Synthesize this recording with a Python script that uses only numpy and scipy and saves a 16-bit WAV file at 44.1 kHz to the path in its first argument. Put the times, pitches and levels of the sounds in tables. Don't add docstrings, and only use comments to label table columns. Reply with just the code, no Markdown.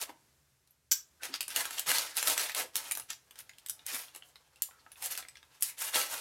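import sys
import numpy as np
from scipy import signal
from scipy.fft import rfft, irfft
from scipy.io import wavfile
from scipy.ndimage import uniform_filter1d

SR = 44100
rng = np.random.default_rng(int(sys.argv[2]) if len(sys.argv) > 2 else 0)


def transcribe(signal):
    frames = np.atleast_2d(signal).T
    limited = np.clip(frames, -1, 1)
    pcm = np.round(limited * 32767).astype(np.int16)
    wavfile.write(sys.argv[1], SR, pcm)


N = 273750
T = np.arange(N) / SR
TOP_HZ = 15900

# start in seconds, relative level in dB, body and treble in dB
# re mids, ring pitch in Hz, ring gain in dB.
IMPACTS = [(0.014, -35.5, -19, -1, 6100, 9), (.094, -45.5, 14.5, -24, 750, 0),
           (.674, -59.5, -15, -5, 10200, 4), (.708, -71, -3, 6, 12300, 14), (1.233, -36, 3.5, 2, 2000, 7.5),
           (1.253, -37.5, 1, 1, 2070, 12.5), (1.34, -25, -1.5, -13, 4870, 7),
           (1.407, -22.5, -10.5, -4.5, 4950, -3), (1.481, -36, 1, 0, 9350, 6.5),
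           (1.504, -38, 2, -7, 5700, 10), (1.562, -29, 7, 2.5, 3090, 12.5),
           (1.654, -36, 10.5, 0.5, 3540, 10.5), (1.708, -35.5, 7, -4, 7900, 8),
           (1.783, -34.5, -16, -4, 3340, 11), (1.795, -29.5, -25, 6, 3240, 0),
           (1.916, -23, 5.5, -0.5, 1500, 0), (1.984, -25, -28, -3, 4460, 9),
           (2.169, -29.5, -10, 5.5, 9550, -4.5), (2.228, -35.5, 9, 3, 2970, 18),
           (2.273, -19, -19, -1.5, 3800, -4), (2.299, -28, 9.5, 6, 2650, 2),
           (2.378, -22.5, -3, -1.5, 2880, 3), (2.395, -27, -7, -2, 1470, 8),
           (2.496, -26, -5, -12, 1920, -12), (2.548, -24, -5, -10.5, 10900, 11.5),
           (2.756, -23, -8, 1.5, 10500, -21), (2.766, -27.5, -6, 5, 10800, -8),
           (2.912, -39, 5, 5.5, 2320, 19.5), (2.92, -36.5, 4, 12, 2470, 9), (2.952, -36, -1, 3.5, 6240, -1),
           (2.973, -35.5, 7, -3.5, 11300, 15), (2.998, -36.5, 2, -0.5, 9900, 6.5),
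           (3.103, -32.5, -8, -8.5, 7300, 16), (3.132, -50, 5, -12, 6150, 26.5),
           (3.309, -58.5, 13, 4.5, 3170, 16.5), (3.357, -52.5, 7.5, -6, 3500, 15),
           (3.389, -46.5, -11, 5.5, 3800, 8), (3.494, -47, 0, -7, 2070, 15.5),
           (3.534, -60, 2, -15, 3260, 18), (3.584, -42.5, -18, -6.5, 8830, -6),
           (3.662, -44, -4, 3, 3500, 12.5), (3.686, -41.5, -12, 1, 9840, 2),
           (3.697, -33, -7.5, 7, 9500, -8), (3.793, -56, -5, -20, 3700, 18.5),
           (3.865, -31, -37, 1.5, 8700, -12), (3.946, -31, 0, 1, 9200, -11),
           (4.083, -51, 3, -20, 4130, 14.5), (4.149, -48.5, 10, 1, 2800, 10.5),
           (4.161, -43, 6, -0.5, 10600, 6), (4.223, -47.5, 5, -30, 3160, 9),
           (4.357, -50.5, 6.5, -15, 4100, 13.5), (4.559, -60, -7, 2, 2750, 11),
           (4.6212, -29, -21, 9.5, 7260, -3.5), (4.71, -57, 8, -20, 1280, 14),
           (4.864, -54, 15, -32, 920, 8), (4.918, -46, -9, -5.5, 10300, 12),
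           (4.957, -57, -5, -27, 2580, 18.5), (5.024, -35.5, 2.5, 2.5, 11200, -16),
           (5.059, -36.5, -8, 5.5, 7450, 6), (5.122, -43.5, -22, 2.5, 7000, 16),
           (5.152, -31.5, -5, -8, 3740, -18), (5.176, -32, -2, 0, 5600, 4.5),
           (5.225, -46, 1, -18, 2340, 16), (5.25, -55, 12, -28, 2160, 17),
           (5.285, -48.5, -10, -0.5, 2040, 18), (5.355, -52, -4, -11, 2140, 17.5),
           (5.37, -49.5, -1, -21, 5640, 21), (5.429, -50.5, 4.5, -14, 3530, 4.5),
           (5.609, -60, -28, 20, 8650, 2), (5.624, -23.5, -17.5, 6, 9000, -6),
           (5.631, -38.5, -7, 16.5, 7500, 3), (5.944, -29, -12, -21, 4130, 12),
           (5.958, -26, 9.5, -9, 3420, 10), (6.015, -36.5, 5, -1, 2310, 18),
           (6.141, -29.5, -5, -4, 4400, 0)]


def undb(db):
    return 10 ** (np.asarray(db) / 20)


def unit(x):
    return x / np.sqrt(np.mean(x ** 2))


def add(track, start_s, sound):
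    i = max(int(start_s * SR), 0)
    track[i:i + len(sound)] += sound[:max(N - i, 0)]


def colour(x, points, size=2048):
    hz, db = np.transpose(points)
    grid_hz = np.maximum(np.arange(size // 2 + 1) * SR / size, 1)
    gain = undb(np.interp(np.log(grid_hz), np.log(hz), db))
    cepstrum = irfft(np.log(gain))
    cepstrum[1:size // 2] *= 2
    cepstrum[size // 2 + 1:] = 0
    return signal.fftconvolve(x, irfft(np.exp(rfft(cepstrum))))[:len(x)]


def ring(x, modes):
    return sum(undb(db) * signal.lfilter(*signal.iirpeak(hz, hz / width_hz, fs=SR), x)
               for hz, width_hz, db in modes)


def split(x, hz):
    filters = (signal.butter(2, hz, kind, fs=SR) for kind in ("low", "high"))
    return [signal.lfilter(b, a, signal.lfilter(b, a, x)) for b, a in filters]


def tint(x, body_db, treble_db, body_hz=1150, treble_hz=6500):
    body, rest = split(x, body_hz)
    mids, treble = split(rest, treble_hz)
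    return undb(body_db) * body + mids + undb(treble_db) * treble


def wander(rate_hz):
    hold = int(SR / rate_hz)
    steps = np.repeat(rng.standard_normal(N // hold + 1), hold)
    return 1.53 * uniform_filter1d(steps, hold)[:N]


def background():
    # frequency in Hz, relative density in dB.
    hiss_shape = [(25, -36), (50, 3), (100, 1.5), (200, -5), (400, -5.5), (800, -9.5), (1600, -8),
                  (3200, -11.5), (6400, -10), (13000, -13.5), (16000, -23.5)]
    # time in seconds, rms level in dB.
    hiss_levels = [(0, -71), (.25, -69.5), (.6, -74.5), (.88, -76.5), (1.12, -70.5), (3.2, -69.5),
                   (4.5, -73), (4.8, -70.5), (6.2, -71)]
    # centre in Hz, width per filter pass in Hz, rms level in dB.
    rumble_bands = [(72.6, 5.5, -83.5), (134, 34, -82.5)]
    hiss_db = np.interp(T, *np.transpose(hiss_levels))
    out = unit(colour(rng.standard_normal(N), hiss_shape)) * undb(hiss_db)
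    for hz, width_hz, db in rumble_bands:
        mode = [(hz, width_hz, 0)]
        out += undb(db) * unit(ring(ring(rng.standard_normal(N), mode), mode))
    return out


def echoes(t60_s=(.3, .23, .18), tail_db=-5, early_db=-7, early_s=.0065):
    t = T[:SR // 3]
    low, rest = split(rng.standard_normal(len(t)), 1060)
    bands = (low, *split(rest, 8800))
    tail = sum(band * np.exp(-np.log(1000) * t / decay_s) for band, decay_s in zip(bands, t60_s))
    tail *= np.clip(t / .0009, 0, 1)
    taps = rng.standard_normal(len(t)) * (rng.random(len(t)) < .15)
    early = taps * (t > early_s) * np.exp(-t / .0055)
    return undb(tail_db) * tail / np.linalg.norm(tail) + undb(early_db) * early / np.linalg.norm(early)


def room(x, hop=4096):
    out = x.copy()
    window = signal.windows.hann(2 * hop, sym=False)
    padded = np.pad(x, (0, 2 * hop))
    for i in range(0, N, hop):
        add(out, i / SR, signal.fftconvolve(padded[i:i + 2 * hop] * window, echoes()))
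    return out


def pack(x):
    # frequency in Hz, gain in dB.
    plastic_shape = [(40, -59), (110, -15.5), (190, -23), (280, -13), (500, -5), (900, -6), (1600, -0.5),
                     (3000, -0.5), (5000, -1), (8000, -0.5), (10500, 2), (13000, 0), (16000, -9)]
    # centre in Hz, width in Hz, gain in dB.
    pack_modes = [(277.5, 25, 4), (500, 21, -20), (911, 103, 1), (1315, 18, -0.5), (1650, 190, -12),
                  (2000, 110, -18), (2710, 140, -12)]
    shaking = colour(x, plastic_shape)
    return shaking + ring(shaking, pack_modes)


def rubs(q=2.55):
    # start in seconds, dry peak in dB, pitch in Hz, swell in seconds.
    pushes = [(0.087, -52.5, 286, 0.0069), (.088, -65, 563, 0.0053), (1.197, -49, 1480, 0.0091),
              (1.285, -49, 308, 0.012), (1.865, -50, 129, 0.0075), (2.64, -47, 497, 0.0063),
              (2.85, -41.5, 3250, 0.0052), (2.909, -32, 1940, 0.0025), (3.922, -50, 299, .0069),
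              (4.685, -50, 900, 0.0033), (4.715, -57, 1310, 0.026), (4.79, -56.5, 4470, 0.0058),
              (5.669, -46.5, 2100, 0.021)]
    out, t = np.zeros(N), T[:SR // 5]
    for start_s, db, hz, swell_s in pushes:
        push = rng.standard_normal(len(t)) * t * np.exp(-t / swell_s)
        mode = [(hz, hz / q, 0)]
        thud = ring(ring(push, mode), mode)
        add(out, start_s, undb(db) * thud / np.max(np.abs(thud)))
    return out


def contact(scuff_s, scuff_db, size=2048):
    flutter = rng.standard_normal(size) * np.exp(-T[:size] / scuff_s)
    blow = undb(scuff_db) * flutter / np.linalg.norm(flutter)
    blow[0] += 1
    return blow / np.linalg.norm(blow)


def rattle(tick_db=-17, gain_db=22, tail_db=-5, low_cut_hz=1420):
    # start in seconds, relative level in dB.
    strikes = [(0.9114, -31), (0.9149, -17.5), (0.918, -16.5), (0.92, -14.5), (0.9215, -47),
               (0.9265, -16.5)]
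    # centre in Hz, width in Hz, gain in dB.
    piece_modes = [(980, 90, -15), (1270, 90, -9), (1560, 120, -9), (2350, 400, -19), (4700, 500, -11),
                   (5630, 300, -5), (5935, 200, -3), (6500, 500, -6), (6890, 300, -4), (7200, 250, -1),
                   (7590, 350, -2), (10300, 1500, -16), (12300, 900, -4), (13200, 600, -9)]
    # pitch in Hz, relative gain in dB, T60 in seconds.
    free_ring = [(5940, 10, 0.12), (6514, -13, 0.38), (7100, -14, 0.35), (7530, -7, 0.21)]
    blows = np.zeros(N)
    for start_s, db in strikes:
        add(blows, start_s, undb(db + gain_db) * contact(scuff_s=.0008, scuff_db=1))
    tail_modes = [(hz, np.log(1000) / (np.pi * t60_s), db + tail_db) for hz, db, t60_s in free_ring]
    chatter = ring(blows, piece_modes + tail_modes) + undb(tick_db) * blows
    return split(chatter, low_cut_hz)[1]


def nudges(lag_s=.016, drop_db=-16, spread_db=2, body_db=-10, treble_db=-4, ring_db=10,
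           low_hz=1900, high_hz=5500):
    taps = []
    for start_s, db, *_ in IMPACTS:
        late, force, pitch = rng.uniform(-.88, 1, 3)
        tap_s = start_s + lag_s * (1 + late / 2)
        tap_db = db + drop_db + spread_db * force
        hz = low_hz * (high_hz / low_hz) ** ((1 + pitch) / 2)
        taps.append((tap_s, tap_db, body_db, treble_db, hz, ring_db))
    return taps


def clicks(ring_q=9, finger_damping_hz=140, overtone_q=16, overtone_db=-5, gain_db=21,
           body_hz=850, mid_hz=3400, treble_hz=10000):
    out = np.zeros(N)
    hits = IMPACTS + nudges()
    overtone_ratios = rng.uniform([1.25, 1.7, 2.3, 3.1], [1.6, 2.2, 3, 4], (len(hits), 4))
    for (start_s, db, body_db, treble_db, hz, ring_db), ratios in zip(hits, overtone_ratios):
        scuff_db = np.interp(db, [-50, -25], [13, 5]) - .4 * treble_db
        blow = contact(scuff_s=.003, scuff_db=scuff_db)
        modes = [(hz, hz / ring_q + finger_damping_hz, ring_db)]
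        modes += [(f, f / overtone_q, ring_db + overtone_db) for f in hz * ratios if f < TOP_HZ]
        tone = [(body_hz, body_db), (mid_hz, 0), (treble_hz, treble_db)]
        add(out, start_s, undb(db + gain_db) * colour(blow + ring(blow, modes), tone))
    return out


def finger_strokes(attack_s=.042, treble_exponent=2.54):
    # time of full grip, hold and release in seconds,
    # relative level in dB, body and treble in dB re mids.
    strokes = [(0.014, 0.0058, 0.072, -35.5, 1, 1.5), (0.095, 0.0049, 0.012, -45, 12.5, -10),
               (1.243, 0.0057, 0.11, -38.5, 6, -6.5), (1.348, .005, 0.038, -33, -14, -19),
               (1.5, .05, .05, -42.5, -1, -7), (1.567, 0.029, 0.16, -30.5, 4.5, -2),
               (1.725, .06, 0.12, -37, -0.5, -6), (1.886, 0.044, 0.28, -27, 0.5, -3.5),
               (2.168, .015, 0.095, -32, -1.5, -2.5), (2.258, 0.05, 0.13, -30.5, 3, -1),
               (2.37, 0.082, 0.11, -31, 1, -4), (2.569, 0.051, 0.042, -33, 6, -2),
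               (2.761, 0.086, .22, -41.5, 3, -3), (3.113, 0.0025, 0.02, -36, -7.5, -11),
               (3.404, 0.0039, 0.012, -39.5, -6.5, -2.5), (3.816, 0.013, 0.025, -54, 6, -19),
               (3.884, 0.034, 0.065, -35, -2, -5), (3.922, 0.011, 0.22, -36.5, 0, 1),
               (4.15, 0.0083, 0.056, -53, 6, -5), (4.261, .02, 0.088, -64.5, 10, 3.5),
               (4.975, 0.037, .03, -58.5, 6, 1.5), (5.038, 0.029, 0.068, -39, 0.5, 3.5),
               (5.115, .005, 0.056, -38.5, -1, 0), (5.181, 0.0042, 0.047, -37.5, 1, -3),
               (5.537, 0.04, 0.033, -59.5, -9, -8), (5.629, 0.072, .04, -46, -28, 4),
               (5.802, 0.038, 0.17, -35.5, -1, 1.5), (5.953, 0.023, 0.13, -26.5, 3.5, 0.5),
               (6.045, 0.15, .1, -39, 5, -1.5)]
    graze = (3.28, 3.32, .05, -68.5, 10.5, -13)
    power = np.full((3, N), 1e-12)
    for full_s, hold_s, release_s, db, body_db, treble_db in strokes + [graze]:
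        corners_s = [full_s - attack_s, full_s, full_s + hold_s, full_s + hold_s + release_s]
        grip = np.interp(T, corners_s, [0, 1, 1, 0])
        bands = np.array([grip ** 2, undb(body_db) * grip ** 2, undb(treble_db) * grip ** treble_exponent])
        power += (undb(db) * bands) ** 2
    mids_db, body_db, treble_db = 10 * np.log10(power)
    return mids_db, body_db - mids_db, treble_db - mids_db


def creases(rate_hz, spread_db):
    sizes = undb(spread_db * np.minimum(rng.exponential(size=N), 3))
    buckling = rng.random(N) < rate_hz / SR
    return unit(buckling * sizes * rng.choice([-1, 1], N))


def wrapping(facet_rate_hz=220, facet_q=6, crease_rate_hz=1800, spread_db=2.5,
             crease_db=-4, slide_db=-7, grip_wander_db=1.95, flicker_db=1.0, gain_db=-4):
    level_db, body_db, treble_db = finger_strokes()
    facets = np.zeros(N)
    for hz in np.geomspace(500, 14500, num=18):
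        buckles = creases(facet_rate_hz, spread_db) * undb(flicker_db * wander(rate_hz=50))
        facets += np.sqrt(hz) * unit(ring(buckles, [(hz, hz / facet_q, 0)]))
    crackle = unit(facets) + undb(crease_db) * creases(crease_rate_hz, spread_db)
    slide = undb(slide_db) * rng.standard_normal(N)
    envelope = undb(level_db + gain_db + grip_wander_db * wander(rate_hz=70))
    return tint((crackle + slide) * envelope, body_db, treble_db)


def scene():
    handling = pack(wrapping() + clicks()) + rattle() + rubs()
    return (room(handling) + background())[None]


def record(dry):
    return signal.sosfilt(signal.ellip(8, .2, 70, TOP_HZ, fs=SR, output="sos"), dry)


dry = scene()
out = record(dry)
transcribe(out)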